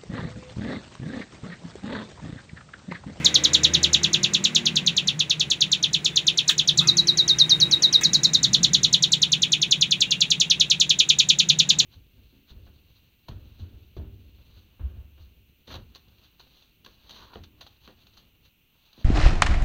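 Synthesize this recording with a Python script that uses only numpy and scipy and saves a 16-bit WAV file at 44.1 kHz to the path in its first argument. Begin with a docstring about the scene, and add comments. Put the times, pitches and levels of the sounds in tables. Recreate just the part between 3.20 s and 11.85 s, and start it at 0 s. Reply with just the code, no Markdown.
"""Caged songbird on a roof terrace

A small songbird trills without a break in a cage, about ten notes a second. Each note is one whistle that
plunges from 7 or 8 kHz through the resonances of throat and beak, and echoes off near walls.
Three knocks ring the resonances of the cage. Below lie a faint hum, far engines as harmonics of a
firing rate, thin whistles of far birds, and the rumble, roar and hiss of the open air as shaped noise."""
import sys
import numpy as np
from scipy import signal
from scipy.fft import rfft, irfft, next_fast_len
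from scipy.io import wavfile
from scipy.ndimage import map_coordinates

SR = 44100
rng = np.random.default_rng(int(sys.argv[2]) if len(sys.argv) > 2 else 0)


def dump_mix(stems):
    """Bounce the given channels to the path in sys.argv[1] as a 16-bit WAV at rate SR."""
    frames = np.atleast_2d(stems).T  # one column per channel
    limited = np.clip(frames, -1, 1)  # hard clip at full scale
    pcm = np.round(limited * 32767).astype(np.int16)
    wavfile.write(sys.argv[1], SR, pcm)


N = 381465
TIME = np.arange(N) / SR   # seconds
CUTOFF_HZ = 15600   # upper limit of the sound

# Spectrum of the high hiss, which also colours the turbulence of the song.
# Each row: frequency in Hz, relative density in dB per Hz.
HISS_SPECTRUM = [(4000, -23), (7000, 4), (8500, -4), (10000, -1), (12000, -17), (15500, -5)]


def from_db(db):
    """Amplitude ratio of a level: 20 dB for each factor of ten."""
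    return 10 ** (np.asarray(db) / 20)


def rms_one(x):
    """Normalisation to unit root-mean-square amplitude."""
    return x / np.sqrt(np.mean(x ** 2) + 1e-20)


def in_time(rows):
    """Linear interpolation: each column of a curve table at every sample."""
    s, *columns = np.transpose(rows)
    return [np.interp(TIME, s, c) for c in columns]


def at_hz(points, hz):
    """Interpolation of a spectrum in dB along a logarithmic frequency axis."""
    freqs, level_db = np.transpose(points)
    return np.interp(np.log(np.maximum(hz, 1)), np.log(freqs), level_db)


def colour(x, points):
    """Linear filtering by a spectrum that falls 24 dB per octave faster beyond its end points."""
    hz = np.maximum(np.fft.rfftfreq(len(x), 1 / SR), 1)
    octaves_outside = np.abs(np.log2(hz / np.clip(hz, points[0][0], points[-1][0])))
    gain = from_db(at_hz(points, hz) - 24 * octaves_outside)
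    return irfft(rfft(x) * gain, len(x))


def noise(points):
    """Gaussian noise shaped by a spectrum, with unit rms."""
    white = rng.standard_normal(next_fast_len(N))
    return rms_one(colour(white, points)[:N])


def drift(rate_hz):
    """Slow random fluctuation of unit rms: noise through a low-pass with two equal poles."""
    step = 100   # samples between computed values
    r = np.exp(-2 * np.pi * rate_hz * step / SR)
    white = rng.standard_normal(N // step + 1002)
    slow = signal.lfilter([1], [1, -2 * r, r * r], white)[1000:]   # past the build-up
    return np.interp(np.arange(N) / step, np.arange(len(slow)), rms_one(slow))


def add(out, start_s, sound):
    """Superposition: a sound is summed in at its start time."""
    at = max(round(start_s * SR), 0)
    out[at:at + len(sound)] += sound[:max(N - at, 0)]


def ring(force, hz, t60):
    """A driven, damped resonator with unit gain at its peak; t60 is its 60 dB decay in seconds."""
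    r = from_db(-60 / (t60 * SR))
    b = [(1 - r * r) / 2, 0, (r * r - 1) / 2]
    a = [1, -2 * r * np.cos(2 * np.pi * hz / SR), r * r]
    return signal.lfilter(b, a, force + 1e-18)


def open_air(surge_db=1.73, roar_db=-48.0, roar_follows=0.74, air_db=-46, air_follows=0.93):
    """Broadband noise in four bands; the roar of the town and the rush of the air share one swell."""
    # Spectra. Each row: frequency in Hz, relative density in dB per Hz.
    rumble_spectrum = [(30, -24), (50, -19.5), (63, -15), (80, -10), (100, -15.5), (125, 1.5), (155, 6),
                       (190, 2), (230, -12), (320, -31)]
    roar_spectrum = [(170, -7), (250, -3.5), (340, 2), (450, -3.5), (650, -9), (1000, -18), (1600, -32)]
    air_spectrum = [(450, -15), (800, -1.5), (1200, -2.5), (1900, 1.5), (2600, 2), (4000, -10.5),
                    (7000, -15), (10000, -38)]
    # Level of the low rumble about which it surges. 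Each row: time in seconds, level in dB.
    rumble_curve = [(0, -38), (.9, -39.5), (2.5, -39), (3.3, -43), (3.65, -36), (4.7, -42), (5.35, -34),
                    (6.1, -41.5), (7.1, -39), (7.6, -45.5), (8.65, -35.5)]
    # Level of the high hiss. Each row: time in seconds, level in dB.
    hiss_curve = [(0, -57), (2.1, -63), (3.5, -59.5), (4.35, -54.5), (4.75, -57), (5.4, -59), (8.65, -62.5)]
    # Swell of the town; only departures from its mean count. Each row: time in seconds, level in dB.
    town_curve = [(0.0, -42), (0.26, -42), (2.17, -52), (3.35, -51), (4.07, -47), (4.6, -46.5), (6.74, -54),
                  (8.14, -53.5), (8.65, -50)]
    rumble_db, = in_time(rumble_curve)
    hiss_db, = in_time(hiss_curve)
    town_db, = in_time(town_curve)
    swell_db = town_db - town_db.mean()
    rumble = from_db(rumble_db + surge_db * drift(4.4)) * noise(rumble_spectrum)
    roar = from_db(roar_db + roar_follows * swell_db) * noise(roar_spectrum)
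    air = from_db(air_db + air_follows * swell_db) * noise(air_spectrum)
    hiss = from_db(hiss_db) * noise(HISS_SPECTRUM)
    return rumble + roar + air + hiss


def hum(unsteady=0.0043, fading_db=1.0):
    """A faint motor hum: sinusoids that share one unsteady rotation and fade independently."""
    # Partials. Each row: mean frequency in Hz, rms level in dB before fading.
    partials = [(75.4, -60), (150.7, -47)]
    warped_time = np.cumsum(1 + unsteady * drift(2.4)) / SR
    out = np.zeros(N)
    for hz, db in partials:
        amplitude = np.sqrt(2) * from_db(db + fading_db * drift(2.4))
        out += amplitude * np.sin(2 * np.pi * hz * warped_time)
    return out


def far_engines(unsteady=0.0021, fading_db=5.5, whirr_db=-3, count=15):
    """Harmonics of the firing rate, each fading on its way over the roofs, under a mechanical whirr."""
    # Course of the engines. Each row: time in seconds, mean firings per second, common level in dB.
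    engine_course = [(0, 38.3, -40.5), (.6, 39.2, -41), (1.5, 39, -47.5), (1.9, 41.5, -53), (3.4, 32, -64),
                     (3.7, 31.4, -48.5), (5.55, 32, -47), (5.8, 30, -56), (8.65, 31.4, -65)]
    # Exhaust resonance. Each row: frequency in Hz, gain in dB.
    exhaust = [(35, -16), (75, -0.5), (100, -10), (122, 4), (160, -7.5), (195, -4.5), (245, -2.5),
               (275, -8.5), (310, -4), (350, -4.5), (400, -29.5), (470, -18), (600, -12)]
    # Spectrum of the whirr. Each row: frequency in Hz, relative density in dB per Hz.
    whirr_spectrum = [(1100, -9), (1470, -17), (1580, 0.5), (1720, -19), (2000, 1.5), (2200, -5.5),
                      (2900, -13)]
    firings, level_db = in_time(engine_course)
    phase = 2 * np.pi * np.cumsum(firings * (1 + unsteady * drift(1.73))) / SR
    harmonics = np.zeros(N)
    for k in range(2, count + 1):
        amplitude = from_db(at_hz(exhaust, k * firings) + fading_db * drift(0.7))
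        harmonics += amplitude * np.sin(k * phase + rng.uniform(0, 2 * np.pi))
    return from_db(level_db) * (harmonics + from_db(whirr_db) * noise(whirr_spectrum))


def far_whistles(fading_db=4, waver=0.0028):
    """Far birds: thin sinusoids of nearly level pitch, modulated slowly in frequency and amplitude."""
    # Each row: start in seconds, length in seconds, start pitch in Hz, end pitch in Hz,
    # level in dB before fading.
    whistles = [(2.88, 0.077, 3460, 3530, -40), (6.72, 0.44, 2790, 2780, -44.5),
                (7.107, 0.5, 2800, 2710, -52)]
    out = np.zeros(N)
    for s, length_s, start_hz, end_hz, level_db in whistles:
        hz = np.linspace(start_hz, end_hz, round(length_s * SR))
        hz = hz * (1 + waver * drift(10)[:len(hz)])
        envelope = from_db(level_db) * signal.windows.tukey(len(hz), .5)
        add(out, s, envelope * np.sin(2 * np.pi * np.cumsum(hz) / SR))
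    return out * from_db(fading_db * drift(11))


def terrace(x, wet_db=-12, t60=0.11, build_s=0.0073, late_db=-21, late_t60=0.16, late_build_s=0.0079,
            echoes_per_s=1500, count=4):
    """Reverberation by convolution; crossfaded echo patterns change as the microphone moves."""
    # Colour of the sound scattered by walls and eaves. Each row: frequency in Hz, gain in dB.
    scatter = [(2000, 19), (2500, 16), (3000, 10.5), (3700, -0.5), (5000, 4.5), (6500, 6), (8000, 11),
               (11000, -1), (16000, 12)]
    # Colour of the late tail. Each row: frequency in Hz, gain in dB.
    late_colour = [(2000, 0), (2500, 9), (3000, -2.5), (3800, 10.5), (5000, -38), (7000, 12), (16000, -14)]
    t, out = np.arange(SR // 2) / SR, np.zeros(N)
    early = (1 - np.exp(-(t / build_s) ** 2)) * from_db(-60 * t / t60)
    late = (1 - np.exp(-t / late_build_s)) * from_db(-60 * t / late_t60)
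    for k in range(count):
        # sparse echoes of random sign, then a dense tail
        arrivals = (rng.random(len(t)) < echoes_per_s / SR) * rng.choice([-1, 1], len(t))
        response = from_db(wet_db) * colour(rms_one(arrivals * early), scatter)
        tail = rms_one(rng.standard_normal(len(t)) * late)
        response += from_db(late_db) * colour(tail, late_colour)
        position = TIME / TIME[-1] * (count - 1)
        nearness = np.cos(np.pi / 2 * np.clip(position - k, -1, 1))
        out += nearness * signal.oaconvolve(x, response / np.sqrt(len(t)))[:N]
    return out


def near_echoes(x, sway_s=.00007):
    """Specular reflections: delayed copies whose delays sway with the hand that holds the microphone."""
    # Near surfaces. Each row: mean delay in seconds, level in dB with the microphone far,
    # level in dB with it close.
    surfaces = [(.0016, -52, -9), (.0049, -7, -8), (.0079, -26, -6.5), (0.0123, -29, -14)]
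    # Approach of the microphone. Each row: time in seconds, share of the way from far to close (0-1).
    approach = [(0, 0.4), (6.6, 0.7), (7.3, 0.8), (8.65, 0.99)]
    closer, = in_time(approach)
    out = np.zeros(N)
    for delay_s, far_db, near_db in surfaces:
        lag_s = delay_s + sway_s * drift(0.71)
        gain = from_db(far_db + (near_db - far_db) * closer)
        out += gain * map_coordinates(x, [(TIME - lag_s) * SR], order=3)
    return out


def bars(x, ring_db=5.0):
    """Sympathetic resonance: the near sounds leave narrow modes of the cage ringing."""
    # Cage modes. Each row: frequency in Hz, relative level in dB, 60 dB decay in seconds.
    bar_modes = [(2574, -1, .3), (2855, -5, .35), (3125, -18, .3), (3371, -15, .3), (3762, -18, .3),
                 (3970, -18, .22), (4172, -18, .2), (6154, -14, .15), (6545, -12, .15)]
    return sum(from_db(db + ring_db) * ring(x, hz, t60) for hz, db, t60 in bar_modes)


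def cage_knocks(snap_decay_s=0.0071, main_db=16, main_t60=0.0084):
    """Impact excitation: a rattle of contacts rings the struck part and wooden frame under a dry snap."""
    # Each row: time in seconds, level of the contacts in dB, level of the snap in dB,
    # decay constant of the rattle in seconds, main pitch in Hz.
    knocks = [(3.294, -30, -25.5, .008, 1650), (3.608, -41, -65, 0.07, 1240),
              (4.811, -30.5, -32, 0.0067, 1780)]
    # Modes of the frame. Each row: frequency in Hz, gain in dB, 60 dB decay in seconds.
    frame_modes = [(955, 17, 0.076), (1250, 14, 0.016), (1660, 8, 0.047), (2090, 8.5, 0.014),
                   (2540, 22.5, 0.04), (3290, 20, 0.04)]
    # Spectrum of the snap. Each row: frequency in Hz, relative density in dB per Hz.
    snap_spectrum = [(2000, 1), (4500, -3), (6500, 11), (8500, 3), (10000, -1), (12500, -28), (14500, 4),
                     (16000, -3)]
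    out, snap, t = np.zeros(N), np.zeros(N), np.arange(SR // 3) / SR
    for s, level_db, snap_db, decay_s, main_hz in knocks:
        contacts = from_db(level_db) * np.exp(-t / decay_s) * rng.standard_normal(len(t))
        frame = sum(from_db(db) * ring(contacts, hz, t60) for hz, db, t60 in frame_modes)
        struck_part = from_db(main_db) * ring(contacts, main_hz, main_t60)
        add(out, s, frame + struck_part)
        add(snap, s, from_db(snap_db) * np.exp(-t / snap_decay_s))
    return out + snap * noise(snap_spectrum)


def song():
    """Correlated control: phrase gives pitch and length of each note, from which its sweep follows."""
    # Notes of the trill. Each row: time in seconds, level in dB before throat and flutter.
    notes = [(0.0474, -11.0), (0.143, -10.5), (0.2385, -11.5), (0.3348, -11.5), (0.435, -11.0),
             (0.537, -11.5), (0.6313, -12.5), (0.7325, -11.0), (0.8332, -14), (0.9319, -14.5),
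             (1.0322, -14), (1.1371, -14.0), (1.2413, -13.0), (1.35, -13.5), (1.456, -14.5), (1.558, -15.5),
             (1.6641, -14.5), (1.767, -16.0), (1.8734, -16), (1.9933, -16.5), (2.0976, -16),
             (2.1977, -16.5), (2.3032, -16.5), (2.4079, -14), (2.518, -14.5), (2.6277, -15.0),
             (2.7328, -16.0), (2.8475, -14), (2.9599, -14), (3.0688, -13.5), (3.1751, -15), (3.2799, -12),
             (3.3808, -14.0), (3.4756, -13), (3.576, -12.5), (3.673, -13), (3.7697, -12.5), (3.8707, -14.0),
             (3.9729, -14), (4.0786, -14), (4.1858, -13.0), (4.294, -13.5), (4.4003, -14), (4.511, -14),
             (4.622, -13.0), (4.726, -13), (4.8347, -13), (4.9332, -12.0), (5.0343, -12), (5.1354, -12.0),
             (5.2315, -12.5), (5.333, -11.5), (5.4321, -11), (5.5343, -11), (5.6331, -11), (5.729, -12),
             (5.825, -12.0), (5.9208, -12.5), (6.0192, -13.5), (6.12, -14), (6.2207, -15.0), (6.3205, -14),
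             (6.4171, -15), (6.5111, -13), (6.6115, -13.5), (6.71, -15), (6.8073, -13.5), (6.9085, -15.5),
             (7.0071, -14.5), (7.1047, -14.0), (7.201, -13.5), (7.2998, -12.5), (7.3992, -13),
             (7.5009, -12.5), (7.6005, -12), (7.6944, -13), (7.79, -11.5), (7.8904, -12.0), (7.9882, -11),
             (8.0894, -11.0), (8.1882, -11.5), (8.289, -11.5), (8.3891, -11.5), (8.4915, -11.0),
             (8.5888, -10.5)]
    # Shape of the phrase, from short deep plunges to long high notes and back. Each row: time in
    # seconds, mean pitch the sweeps settle toward in Hz, note length in seconds before any cut.
    phrase = [(0.0, 2970, 0.02), (0.3, 2840, 0.018), (0.597, 2300, 0.018), (1.15, 2060, 0.018),
              (1.8, 2520, 0.019), (3.3, 2520.0, 0.019), (3.548, 3040, 0.021), (3.719, 3750, 0.028),
              (4.089, 3708, 0.038), (4.719, 3675, 0.0353), (4.843, 3640, 0.024), (5.027, 3574, 0.023),
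              (5.3, 2810, 0.016), (5.952, 2720, 0.018), (6.2, 2300, 0.02), (7.59, 2200, 0.02),
              (7.849, 1800, 0.02), (8.65, 1910, 0.017)]
    # a middling note: time constant of its sweep, the pitch it settles toward, its level
    usual_sweep_s, usual_hz, usual_db = 0.011, 2472, -13
    # higher notes settle sooner, louder ones more slowly
    pitch_power, slowing_per_db = 0.489, 0.03
    # the longer a note, the lower it starts to sound
    opening_base_hz, opening_drop_hz_per_s = 9043, 46700
    # chance from note to note, as shares
    pitch_spread, opening_spread = 0.0062, 0.024
    # plunges that aim deeper than this pitch are let go early
    full_length_hz, cut_short_s_per_hz = 2700, 0.0000013

    s, level_db = np.transpose(notes)
    when, *controls = np.transpose(phrase)
    settle_hz, length_s = (np.interp(s, when, c) for c in controls)
    chance = rng.standard_normal((len(s), 2))
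    settle_hz = settle_hz * (1 + pitch_spread * chance[:, 0])
    length_s = length_s - cut_short_s_per_hz * np.maximum(full_length_hz - settle_hz, 0)
    sweep_s = usual_sweep_s * (usual_hz / settle_hz) ** pitch_power
    sweep_s = sweep_s * np.exp(slowing_per_db * (level_db - usual_db))
    opening_hz = opening_base_hz - opening_drop_hz_per_s * length_s
    opening_hz = opening_hz * (1 + opening_spread * chance[:, 1])
    return zip(s, opening_hz, settle_hz, sweep_s, length_s, level_db)


def bird(lead_s=.006, attack_s=0.0035, release_s=0.0057, sag_hz_per_s=80000, early_sag_s=0.0019,
         held_s=0.0082, trail_db=-30, trail_s=0.05, half_db=-15, half_delay_s=0.0016, half_s=0.0018,
         third_db=-3, rasp_db=-46, waver=0.0078, flutter_db=0.87):
    """Source and filter: an exponential glide through the throat sags and dies as the pressure lets go."""
    # Throat and beak. Each row: pitch in Hz, gain in dB.
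    throat = [(2000, -46), (2500, -3), (2900, -6), (3250, 3.5), (3750, 5), (4300, 1.5), (5000, -9),
              (5700, -2.5), (6500, -1.5), (7200, -5), (7800, -9.5), (8600, -24)]
    # Overtones. Each row: frequency of the overtone in Hz, octave's strength in dB re the note
    # before the throat acts on it.
    overtone = [(5000, -42), (7500, -42), (8700, -37.5), (10200, -26), (12000, -39), (15500, -32)]
    sweep_top_hz = 7000   # pitch at the note's listed time
    lowest_hz = 1700
    out, t = np.zeros(N), np.arange(SR // 13) / SR - lead_s
    wobble, flutter, turbulence = drift(136), drift(86), noise(HISS_SPECTRUM)
    for s, opening_hz, settle_hz, sweep_s, length_s, level_db in song():
        here = np.minimum(round(s * SR) + np.arange(len(t)), N - 1)
        # high notes hold their pitch until they have almost faded
        sag_start = length_s + np.interp(settle_hz, [2800, 3600], [-early_sag_s, held_s])
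        glide_hz = settle_hz + (sweep_top_hz - settle_hz) * np.exp(-t / sweep_s)
        hz = glide_hz - sag_hz_per_s * np.maximum(t - sag_start, 0)
        swinging = np.clip((hz - lowest_hz) / 400, 0, 1)   # a slack membrane falls silent
        hz = np.maximum(hz, lowest_hz) * (1 + waver * wobble[here])
        phase = 2 * np.pi * np.cumsum(hz) / SR

        # time since the glide passed the opening pitch
        age = t + sweep_s * np.log((opening_hz - settle_hz) / (sweep_top_hz - settle_hz))
        opening = np.sin(np.pi / 2 * np.clip(age / attack_s, 0, 1)) ** 2
        released = np.maximum(t - length_s + early_sag_s, 0)
        trail = from_db(trail_db) * np.exp(-(released / trail_s) ** 4)
        closing = np.maximum(np.exp(-(released / release_s) ** 2), trail)

        whistle = from_db(at_hz(throat, hz)) * (np.sin(phase) + from_db(rasp_db) * turbulence[here])
        for k, extra_db in [(2, 0), (3, third_db)]:
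            strength = from_db(at_hz(overtone, k * hz) + extra_db)
            whistle += strength * np.sin(k * phase) * (k * hz < CUTOFF_HZ)
        # the note catches with a brief blip an octave below
        half_envelope = from_db(half_db) * np.exp(-((age - half_delay_s) / half_s) ** 2)
        half = half_envelope * np.sin(phase / 2)
        note = opening * closing * swinging * whistle + half
        add(out, s - lead_s, from_db(level_db + flutter_db * flutter[here]) * note)
    return out


def scene():
    """Superposition of bird and cage, their echoes, and the surroundings."""
    near = bird() + cage_knocks()
    echoes = near_echoes(near) + terrace(near) + bars(near)
    surroundings = far_whistles() + far_engines() + hum() + open_air()
    return (near + echoes + surroundings)[None]


def record(dry):
    """Band limitation: a steep elliptic low-pass removes the top."""
    low_pass = signal.ellip(10, .1, 70, CUTOFF_HZ, fs=SR, output="sos")
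    return signal.sosfilt(low_pass, dry)


dry = scene()
out = record(dry)
dump_mix(out)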